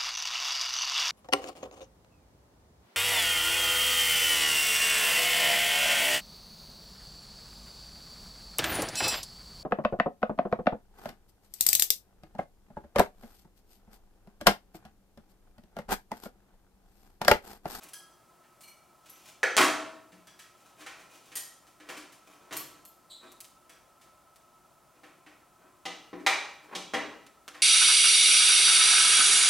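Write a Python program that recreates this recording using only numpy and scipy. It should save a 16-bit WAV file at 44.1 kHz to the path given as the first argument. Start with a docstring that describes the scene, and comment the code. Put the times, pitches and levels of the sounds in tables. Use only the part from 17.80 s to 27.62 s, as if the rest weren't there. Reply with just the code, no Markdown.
"""A sheet of veneer slides and ticks, then steel clinks: a woodworker is sorting a bench a few metres
from a stereo microphone in a small workshop. A handle is put down and a strip slaps onto the pile,
the loudest moment. Sheets rustle as their fibres catch, an edge sticks and slips in a squeak, small
tools ring, and things knock on the bench top towards the end. A fan hums faintly behind it all,
and the room gives every contact a tail of a good half second."""
import sys
import numpy as np
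from scipy import signal
from scipy.fft import rfft, irfft, next_fast_len
from scipy.io import wavfile
from scipy.ndimage import uniform_filter1d

SR = 44100
rng = np.random.default_rng(int(sys.argv[2]) if len(sys.argv) > 2 else 0)


def persist_wave(psi):
    """Save psi, clipped to +-1, as 16-bit WAV."""
    counts = np.round(np.clip(psi, -1, 1) * 32767).astype(np.int16)
    wavfile.write(sys.argv[1], SR, np.atleast_2d(counts).T)


N = 433062
SIZE = 32768  # samples in one ring or room tail
T = np.arange(SIZE) / SR

# Firm blows on wood: t/s, thump/dB, body/dB, edge/dB, snap/dB, chatter/s
STRIP_SLAP = [(1.777, -23, -11.5, -19.5, -28.5, 0.0079), (1.79, -18.5, -11.5, -31.5, -32.5, 0.028),
              (1.807, -28, -15, -22.5, -31.5, 0.044)]  # the strip's face lands and flaps
HANDLE_DOWN = [(1.631, -29, -18.5, -27.5, -38, 0.0024)]
BENCH_KNOCKS = [(8.054, -27.5, -33, -34, -49, 0.0063), (8.33, -22, -39.5, -56.5, -88, 0.0051),
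                (8.464, -27.5, -14.5, -21.5, -33.5, 0.0055), (8.951, -33, -38.5, -32, -44.5, 0.0057),
                (9.136, -15.5, -21, -33, -46, 0.011)]
# Resonances of each wooden thing: f/Hz, width/Hz, level/dB
VENEER_RING = [(306, 25, 4.5), (770, 21, -20), (1120, 88, -1), (1373, 120, -3.5), (1860, 490, -7.5),
               (2414, 600, -5.5), (3100, 130, -9.5)]
HANDLE_RING = [(476, 140, 11), (860, 89, -17), (1410, 86, 3.5), (1680, 250, 15.5), (2190, 122, 14),
               (2930, 130, 8.5), (3160, 62, 4.5), (4260, 110, 8), (6010, 62, 9.5)]
BENCH_RING = [(178, 17, 7), (387, 120, -7.5), (491, 14, 2.5), (799, 32, 9), (1036, 98, 2), (1243, 54, 3),
              (1780, 58, 1), (1980, 160, 4.5), (2320, 170, 5), (2830, 290, 0), (3250, 64, 5),
              (3800, 490, -6), (6060, 580, -11)]
# The pile booms under the slap: f/Hz, level/dB
PILE_BOOM = [(65, -68.5), (122, -50.5), (267, -35), (304, -33.5), (363, -33), (651, -34)]
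# The bench frame takes a load: t/s, level/dB, f/Hz
FRAME_THUDS = [(2.325, -60, 182), (4.717, -60, 126), (8.336, -57, 182), (8.954, -51.5, 182),
               (9.138, -78, 70), (9.138, -62, 182)]

# Steel tools touch: t/s, tool, ring/dB, click/dB, chatter/s
TOOL_CLINKS = [ (0.134, "blade", -46, -47, 0.0052), (0.808, "tweezers", -66, -53.5, 0.014),
               (0.834, "tweezers", -55.5, -61, .004), (0.879, "tweezers", -55, -61, .004),
               (1.297, "pin", -53, -57.5, 0.0033), (2.471, "ruler", -60.5, -59.5, .002),
               (2.592, "ruler", -60, -74, 0.0041), (3.555, "knife", -37.5, -39, 0.012),
               (3.568, "knife", -41.5, -37, 0.01), (4.768, "scalpel", -38.5, -37.5, 0.0016),
               (5.052, "scalpel", -53.5, -56, 0.00039), (5.896, "ruler", -64, -58, 0.00096), ]
# Resonances of each steel tool: f/Hz, width/Hz, level/dB
TOOL_RING = { "blade": [(1653, 8.9, 2.5), (3240, 25, -1), (4440, 28, -6), (5040, 27, -2.5),
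             (5940, 33, -5.5), (8060, 34, -6), (10750, 85, -2), (13100, 40, -8)],
             "tweezers": [(2300, 30, 1.5), (2900, 47, -7), (4280, 29, -2.5), (5900, 45, -8), (8240, 30, -8),
             (8700, 30, -11), (10600, 28, -6), (12000, 40, -6), (13040, 40, -12)],
             "ruler": [(1670, 28, 0.5), (3360, 20, 3), (4880, 40, -2), (5800, 50, -1), (7840, 50, -8)],
             "pin": [(5970, 40, -16.5), (10800, 24, -14), (11800, 82, -11)], "knife": [(1885, 57, -0.5),
             (3190, 100, -5.5), (4990, 75, -4), (6880, 110, -1.5), (8600, 100, -15), (8790, 160, 5.5),
             (10200, 60, -16), (11500, 140, 4), (13700, 90, -16)], "scalpel": [(4330, 72, -5),
             (7400, 37, -25), (10740, 110, -4), (11200, 82, -1), (12900, 240, 6), (13400, 150, -8)], }

# Light taps on the pile: t/s, level/dB, hardness/(dB per octave), extra bass/dB
PILE_TAPS = [(0.636, -64, -4, -24), (2.32, -56.5, 0, 13.5), (2.472, -54.5, -0.5, -14),
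             (2.591, -50.5, 3, -16), (3.008, -47, -1, -10), (3.063, -39.5, -2, -9), (3.518, -48.5, -0.5, 3),
             (3.868, -59.5, 2.5, 6), (4, -50, -3, 1.5), (4.089, -38.5, -2.5, 1.5), (4.168, -43.5, 1, 6),
             (4.322, -56.5, 4, 2), (4.709, -41.5, -3.5, 3), (5.894, -53.5, -2, -7), (6.213, -58.5, 2.5, 0),
             (7.234, -51, -3.5, 3), (7.464, -52, -3.5, 2), (8.398, -57, -1.5, 25), (9.745, -45, -3.5, -10)]
# Brittle ticks of the veneer's edge: t/s, level/dB, hardness/(dB per octave)
EDGE_TICKS = [(0.0345, -65.5, 8), (0.0868, -58.5, 2.5), (5.5184, -60.5, 3), (5.6043, -51.5, 3.5),
              (5.645, -54, 0), (6.559, -61, 0.5), (9.4652, -52, -4), (9.679, -38.5, -5.5)]
# Colour of a tap and of a tick before hardness tilts it: f/Hz, level/dB
TAP_COLOUR = [(70, -29), (210, -11), (300, -1), (800, -2), (1900, 2), (3300, -0.5), (6000, -3),
              (9000, -5.5), (13000, -12.5), (16000, -20)]
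TICK_COLOUR = [(70, -38), (300, -11), (800, -13), (1900, -3), (3300, 1), (6000, 1.5), (9000, 0.5),
               (13000, -1.5), (16000, -11)]
# Sheets are pushed along: t/s, length/s, rubbing/dB, fibre hiss/dB
SHEET_PUSHES = [(0.0, 0.088, -50.5, -46.5), (1.218, 0.15, -61, -51.5), (1.33, 0.13, -62, -52.5),
                (1.427, 0.12, -58, -48.5), (2.74, 0.21, -63.5, -57.5), (2.949, 0.12, -52, -51),
                (3.12, 0.16, -53, -53), (3.276, 0.13, -54, -48), (3.39, 0.17, -60.5, -53.5),
                (4.062, 0.079, -44, -44), (4.123, .15, -55, -59), (4.436, 0.14, -56, -56),
                (4.55, 0.2, -59, -65), (4.712, 0.047, -43, -51), (4.717, 0.058, -55.5, -36),
                (4.927, 0.085, -59.5, -79), (5.4, 0.1, -51.5, -64), (7.12, 0.086, -62, -68),
                (7.75, 0.18, -58, -94), (8.814, 0.062, -51, -58), (8.873, 0.13, -40, -62)]
# An edge sticks and slips: t/s, length/s, slip rate/Hz, level/dB
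EDGE_SQUEAKS = [(5.295, 0.055, 3800, -43), (5.448, 0.071, 3740, -57)]

# Colour of the fan's wash and the still air: f/Hz, level/dB
AIR_COLOUR = [(25, -13.5), (55, 0.5), (85, -5), (125, 2.5), (300, -0.5), (470, -3.5), (640, 3.5), (1000, 0),
              (1150, -3), (1370, -1.5), (1520, -7.5), (2300, -10.5), (4000, -14), (9000, -14),
              (16000, -18.5)]
# Fan tones: f/Hz, width/Hz, level/dB
FAN_TONES = [(356.3, 19, -78), (709, 25, -85), (1028, 30, -75.5), (1307, 52, -67.5)]
# Reverberation time of the shop: f/Hz, t60/s
SHOP_DECAY = [(100, 0.82), (300, 0.79), (900, 0.64), (2500, 0.5855), (6000, 0.5662), (14000, 0.32)]
# Standing waves of the shop: f/Hz, width/Hz, level/dB
STANDING_WAVES = [(123.2, 4, -2), (182, 3.25, 5.5), (275.5, 13, 4), (302, 3.2, 9), (362.5, 10, 6.5),
                  (501, 8.6, 11.5), (646, 2.1, 4.5), (777, 6.2, 11), (970, 3.1, 9.5), (1132, 3.7, 6)]
# First echoes off bench and wall: delay/s, level/dB
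FIRST_ECHOES = [(.0048, -1), (.0098, -5)]
# Stereo width of the room at the microphone: f/Hz, side minus mid/dB
STEREO_WIDTH = [(60, -5), (200, -6.5), (600, -12.5), (1200, -13.5), (2400, -18.5), (4500, -14),
                (8000, -1.5), (14000, -6)]
# Colour of the microphone's two ports: f/Hz, left minus right/dB
PORT_BALANCE = [(180, -0.5), (380, 2.5), (650, 6), (1200, -1.5), (3500, -0.5), (8000, 0.5), (14000, 1)]


def wood_blows(blows, modes, direct_db):
    """Firm blows ring the wood and the room; the hardness of each sets its colour."""
    out, tail = np.zeros((2, N)), room_tail()
    for s, thump, body, edge, snap, chatter_s in blows:
        sound = rap(modes, chatter_s, tail + undb(direct_db) * direct_path())
        # small boards radiate almost no bass; only hard, bright contacts reach the very top
        top = snap + np.clip(0.34 * (snap - edge), -9, 2)
        tone = [(70, thump - 27), (210, thump - 10), (300, thump), (800, body), (1900, body - 1.5),
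                (3300, edge + 2.2), (6000, edge - 1.5), (9000, snap + 4.4),
                (13000, top - 1.5), (16000, top - 10.5)]
        add(out, s, colour(sound, tone))
    return out


def edge_crack(s=1.7675, crack_db=-22, chatter_s=0.00081, room_db=-4):
    """The strip's stiff edge cracks on the pile just before its face lands."""
    out = np.zeros((2, N))
    crack = undb(crack_db) * strike(contact(chatter_s), direct_path() + undb(room_db) * room_tail())
    tone = [(40, -9.5), (300, -2.5), (1500, 3.5), (4000, -1), (8000, -0.5), (15000, -16)]
    add(out, s, colour(crack, tone))
    return out


def thuds(slap_s=1.795, width_hz=40, diffuse_db=-4, direct_db=-8):
    """Soft, low thuds of the pile and the bench frame mostly feed the shop's standing waves."""
    out = np.zeros((2, N))
    tail = undb(diffuse_db) * room_tail() + ring(STANDING_WAVES)
    for s, db, hz in FRAME_THUDS + [(slap_s, db, hz) for hz, db in PILE_BOOM]:
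        thud = colour(ring([(hz, width_hz, 0)]), [(hz / 2, -12), (hz, 0), (2 * hz, -9), (10 * hz, -40)])
        add(out, s, undb(db) * strike(thud, tail + undb(direct_db) * direct_path()))
    return out


def steel_clinks(brightest_hz=8800, ring_direct_db=-4):
    """Small tools click together; their high modes ring briefly and the room holds the note."""
    out, tail = np.zeros((2, N)), room_tail()
    click_tone = [(150, -16), (1800, -5), (brightest_hz, 2), (2 * brightest_hz, -7)]
    for s, tool, ring_db, click_db, chatter_s in TOOL_CLINKS:
        click = colour(strike(contact(chatter_s), direct_path() + tail), click_tone)
        note = strike(ring(TOOL_RING[tool]), tail + undb(ring_direct_db) * direct_path())
        add(out, s, undb(click_db) * click + undb(ring_db) * note)
    return out


def taps(chatter_s=0.0058, direct_db=-6, bass_below_hz=500):
    """Fingers and sheets tap the pile; weight behind a tap adds bass."""
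    out, tail = np.zeros((2, N)), room_tail()
    for s, level_db, hardness, bass_db in PILE_TAPS:
        tap = rap(VENEER_RING, chatter_s, tail + undb(direct_db) * direct_path())
        tone = [(hz, db + bass_db * (hz < bass_below_hz)) for hz, db in hardened(TAP_COLOUR, hardness)]
        add(out, s, undb(level_db) * colour(tap, tone))
    return out


def ticks(chatter_s=0.002, direct_db=3):
    """The veneer's edge catches and lets go in one short, dry tick."""
    out, tail = np.zeros((2, N)), room_tail()
    for s, level_db, hardness in EDGE_TICKS:
        tick = rap(VENEER_RING, chatter_s, tail + undb(direct_db) * direct_path())
        add(out, s, undb(level_db) * colour(tick, hardened(TICK_COLOUR, hardness)))
    return out


def slides(rub_trim_db=-2, hiss_trim_db=-3, grit_db=5, catches_per_s=1200, jerk_db=3):
    """Sheet slides on sheet in small jerks: fibres catch in dense clicks that ring the veneer."""
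    rub, hiss = 0, 0
    for s, length_s, rub_db, hiss_db in SHEET_PUSHES:
        speed = stroke(s, length_s, swell_share=0.46)
        rub += undb(rub_db + rub_trim_db) * speed
        hiss += undb(hiss_db + hiss_trim_db) * speed
    sizes = undb(grit_db * np.minimum(rng.exponential(size=N), 4)) * rng.choice([-1, 1], N)
    jerks = undb(jerk_db * unit(uniform_filter1d(rng.standard_normal(N), size=700)))
    catches = jerks * sizes * (rng.random(N) < catches_per_s / SR)
    rustle = catches + signal.fftconvolve(catches, ring(VENEER_RING))[:N]
    sheet = colour(rustle, [(70, -13), (150, -5), (290, 1), (600, 4.5), (1200, 1), (2300, -7.5),
                            (4500, -23), (9000, -65)])
    fibres = colour(rustle, [(500, -54.5), (1800, -4.5), (3000, 5.5), (4500, 2), (6500, 3.5),
                             (10000, -0.5), (15000, -5.5)])
    return across_shop(rub * unit(sheet) + hiss * unit(fibres), direct_db=-1.8)


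def squeaks(wobble=0.075, overtone_db=-9, sharp_share=0.17, settle_s=0.0075):
    """Short, unsteady stick-slip squeaks with two overtones; each starts sharp and settles."""
    t, out = np.arange(N) / SR, 0
    unsteady = unit(uniform_filter1d(rng.standard_normal(N), size=40))
    for s, length_s, hz, db in EDGE_SQUEAKS:
        sharpness = sharp_share * np.exp(-np.maximum(t - s, 0) / settle_s)
        slip_hz = hz * (1 + sharpness) * (1 + wobble * unsteady)
        phase = 2 * np.pi * np.cumsum(slip_hz) / SR
        tone = sum(undb(overtone_db * k) * np.sin((k + 1) * phase) for k in range(3))
        out += undb(db) * unit(tone) * stroke(s, length_s, swell_share=0.2)
    return across_shop(out, direct_db=-4.5)


def fan(air_db=-63.5):
    """Room tone: soft air from all sides, with narrow, restless fan tones in the centre."""
    out = undb(air_db) * unit(colour(diffuse(N), AIR_COLOUR))
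    size = next_fast_len(N)
    bins_hz = np.fft.rfftfreq(size, 1 / SR)
    for hz, width_hz, db in FAN_TONES:
        resonance = 1 / (1 + ((bins_hz - hz) / (width_hz / 2)) ** 2)
        hum = irfft(rfft(rng.standard_normal(size)) * resonance)[:N]
        out += undb(db) * unit(hum)
    return out


def room_tail(build_s=0.00066, standing_db=-1):
    """The shop's reverberation: each band dies at its own rate and standing waves sing on."""
    spectrum, tail = rfft(diffuse(SIZE)), 0
    for band_hz, t60 in SHOP_DECAY:
        band = on_log_axis([(hz, hz == band_hz) for hz, _ in SHOP_DECAY], SIZE)
        tail += irfft(spectrum * band) * np.exp(-np.log(1000) * T / t60)
    onset = 1 - np.exp(-T / build_s)
    return unit(tail * onset) / np.sqrt(SIZE) + undb(standing_db) * ring(STANDING_WAVES) * onset


def direct_path():
    """The straight path to the microphone and its echoes off bench and wall, at unit energy."""
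    path = 1. * (T == 0)
    for delay_s, db in FIRST_ECHOES:
        path[int(delay_s * rng.uniform(.93, 1.07) * SR)] += undb(db)
    return unit(path) / np.sqrt(SIZE)


def across_shop(sound, direct_db):
    """A running sound as it reaches the microphone from a few metres off."""
    path = room_tail() + undb(direct_db) * direct_path()
    return signal.fftconvolve(sound[None], path, axes=1)[:, :N] / np.sqrt(1 + undb(2 * direct_db))


def diffuse(size):
    """Stereo noise as it arrives from all sides."""
    mid, side = rng.standard_normal((2, size))
    return mid + np.array([[1], [-1]]) * colour(side, STEREO_WIDTH)


def rap(modes, chatter_s, path, spot_db=4.5):
    """One contact rings a board; every spot on it favours other modes."""
    spot_modes = [(hz, width, db + spot_db * rng.standard_normal()) for hz, width, db in modes]
    board = (T == 0) + ring(spot_modes)
    return strike(signal.fftconvolve(contact(chatter_s), board)[:SIZE // 2], path)


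def contact(chatter_s, grit_db=3):
    """One touch is a dying run of tiny impacts, together flat in spectrum."""
    impacts = rng.standard_normal(SIZE) * undb(grit_db * rng.standard_normal(SIZE))
    spectrum = rfft(impacts * np.exp(-T / chatter_s))
    smooth_power = uniform_filter1d(np.abs(spectrum) ** 2, size=80)
    return irfft(spectrum / np.sqrt(smooth_power))[:SIZE // 2]


def ring(modes):
    """Free ring of a set of resonances; each peaks at its own gain."""
    return sum(undb(db) * 2 * np.pi * width / SR * np.cos(2 * np.pi * hz * T)
               * np.exp(-np.pi * width * T) for hz, width, db in modes)


def strike(push, path):
    """Send a push down a stereo path; the attack has rms 1."""
    sound = signal.fftconvolve(push[None], path, axes=1)[:, :SIZE]
    attack = sound[:, :1323]  # first 30 ms
    return sound / np.sqrt(np.mean(attack ** 2))


def stroke(start_s, length_s, swell_share):
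    """Speed of a push, 0-1: it gathers for a share of its length, then comes to rest."""
    progress = (np.arange(N) / SR - start_s) / length_s
    return np.interp(progress, [0, swell_share, 1], [0, 1, 0])


def hardened(tone, db_per_octave, pivot_hz=2500):
    """A harder contact tilts a colour towards the treble; below 800 Hz it keeps its shape."""
    return [(hz, db + db_per_octave * np.log2(max(hz, 800) / pivot_hz)) for hz, db in tone]


def colour(x, points):
    """Minimum-phase filter through (f/Hz, level/dB) points."""
    size = next_fast_len(x.shape[-1] // 2 + 1) * 2
    cepstrum = irfft(np.log(undb(on_log_axis(points, size))))
    cepstrum[1:size // 2] *= 2
    cepstrum[size // 2 + 1:] = 0
    return irfft(rfft(x, size) * np.exp(rfft(cepstrum)))[..., :x.shape[-1]]


def on_log_axis(points, size):
    """Join (f/Hz, value) points over the bins of a transform."""
    hz, value = np.transpose(points)
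    bins_hz = np.arange(size // 2 + 1) * SR / size
    return np.interp(np.log(bins_hz + 1), np.log(hz), value)


def add(track, s, sound):
    """Mix a sound in at s seconds."""
    i = int(s * SR)
    track[..., i:i + sound.shape[-1]] += sound[..., :N - i]


def undb(db):
    """Decibels to gain."""
    return 10 ** (np.asarray(db) / 20)


def unit(x):
    """Scale to rms 1."""
    return x / np.sqrt(np.mean(x ** 2))


def scene():
    """The bench from a few metres away, over the fan."""
    handle = wood_blows(HANDLE_DOWN, HANDLE_RING, direct_db=-2.5)
    slap = wood_blows(STRIP_SLAP, VENEER_RING, direct_db=2.5)
    knocks = wood_blows(BENCH_KNOCKS, BENCH_RING, direct_db=-3.5)
    contacts = handle + slap + knocks + edge_crack() + taps() + ticks() + steel_clinks() + thuds()
    return contacts + slides() + squeaks() + fan()


def record(dry, top_hz=16200):
    """The stereo microphone leans left in the low middle; the top is cut steeply."""
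    left = colour(dry[0], [(hz, db / 2) for hz, db in PORT_BALANCE])
    right = colour(dry[1], [(hz, -db / 2) for hz, db in PORT_BALANCE])
    low_pass = signal.ellip(10, .2, 70, top_hz, fs=SR, output="sos")
    return signal.sosfilt(low_pass, np.array([left, right]))


dry = scene()
out = record(dry)
persist_wave(out)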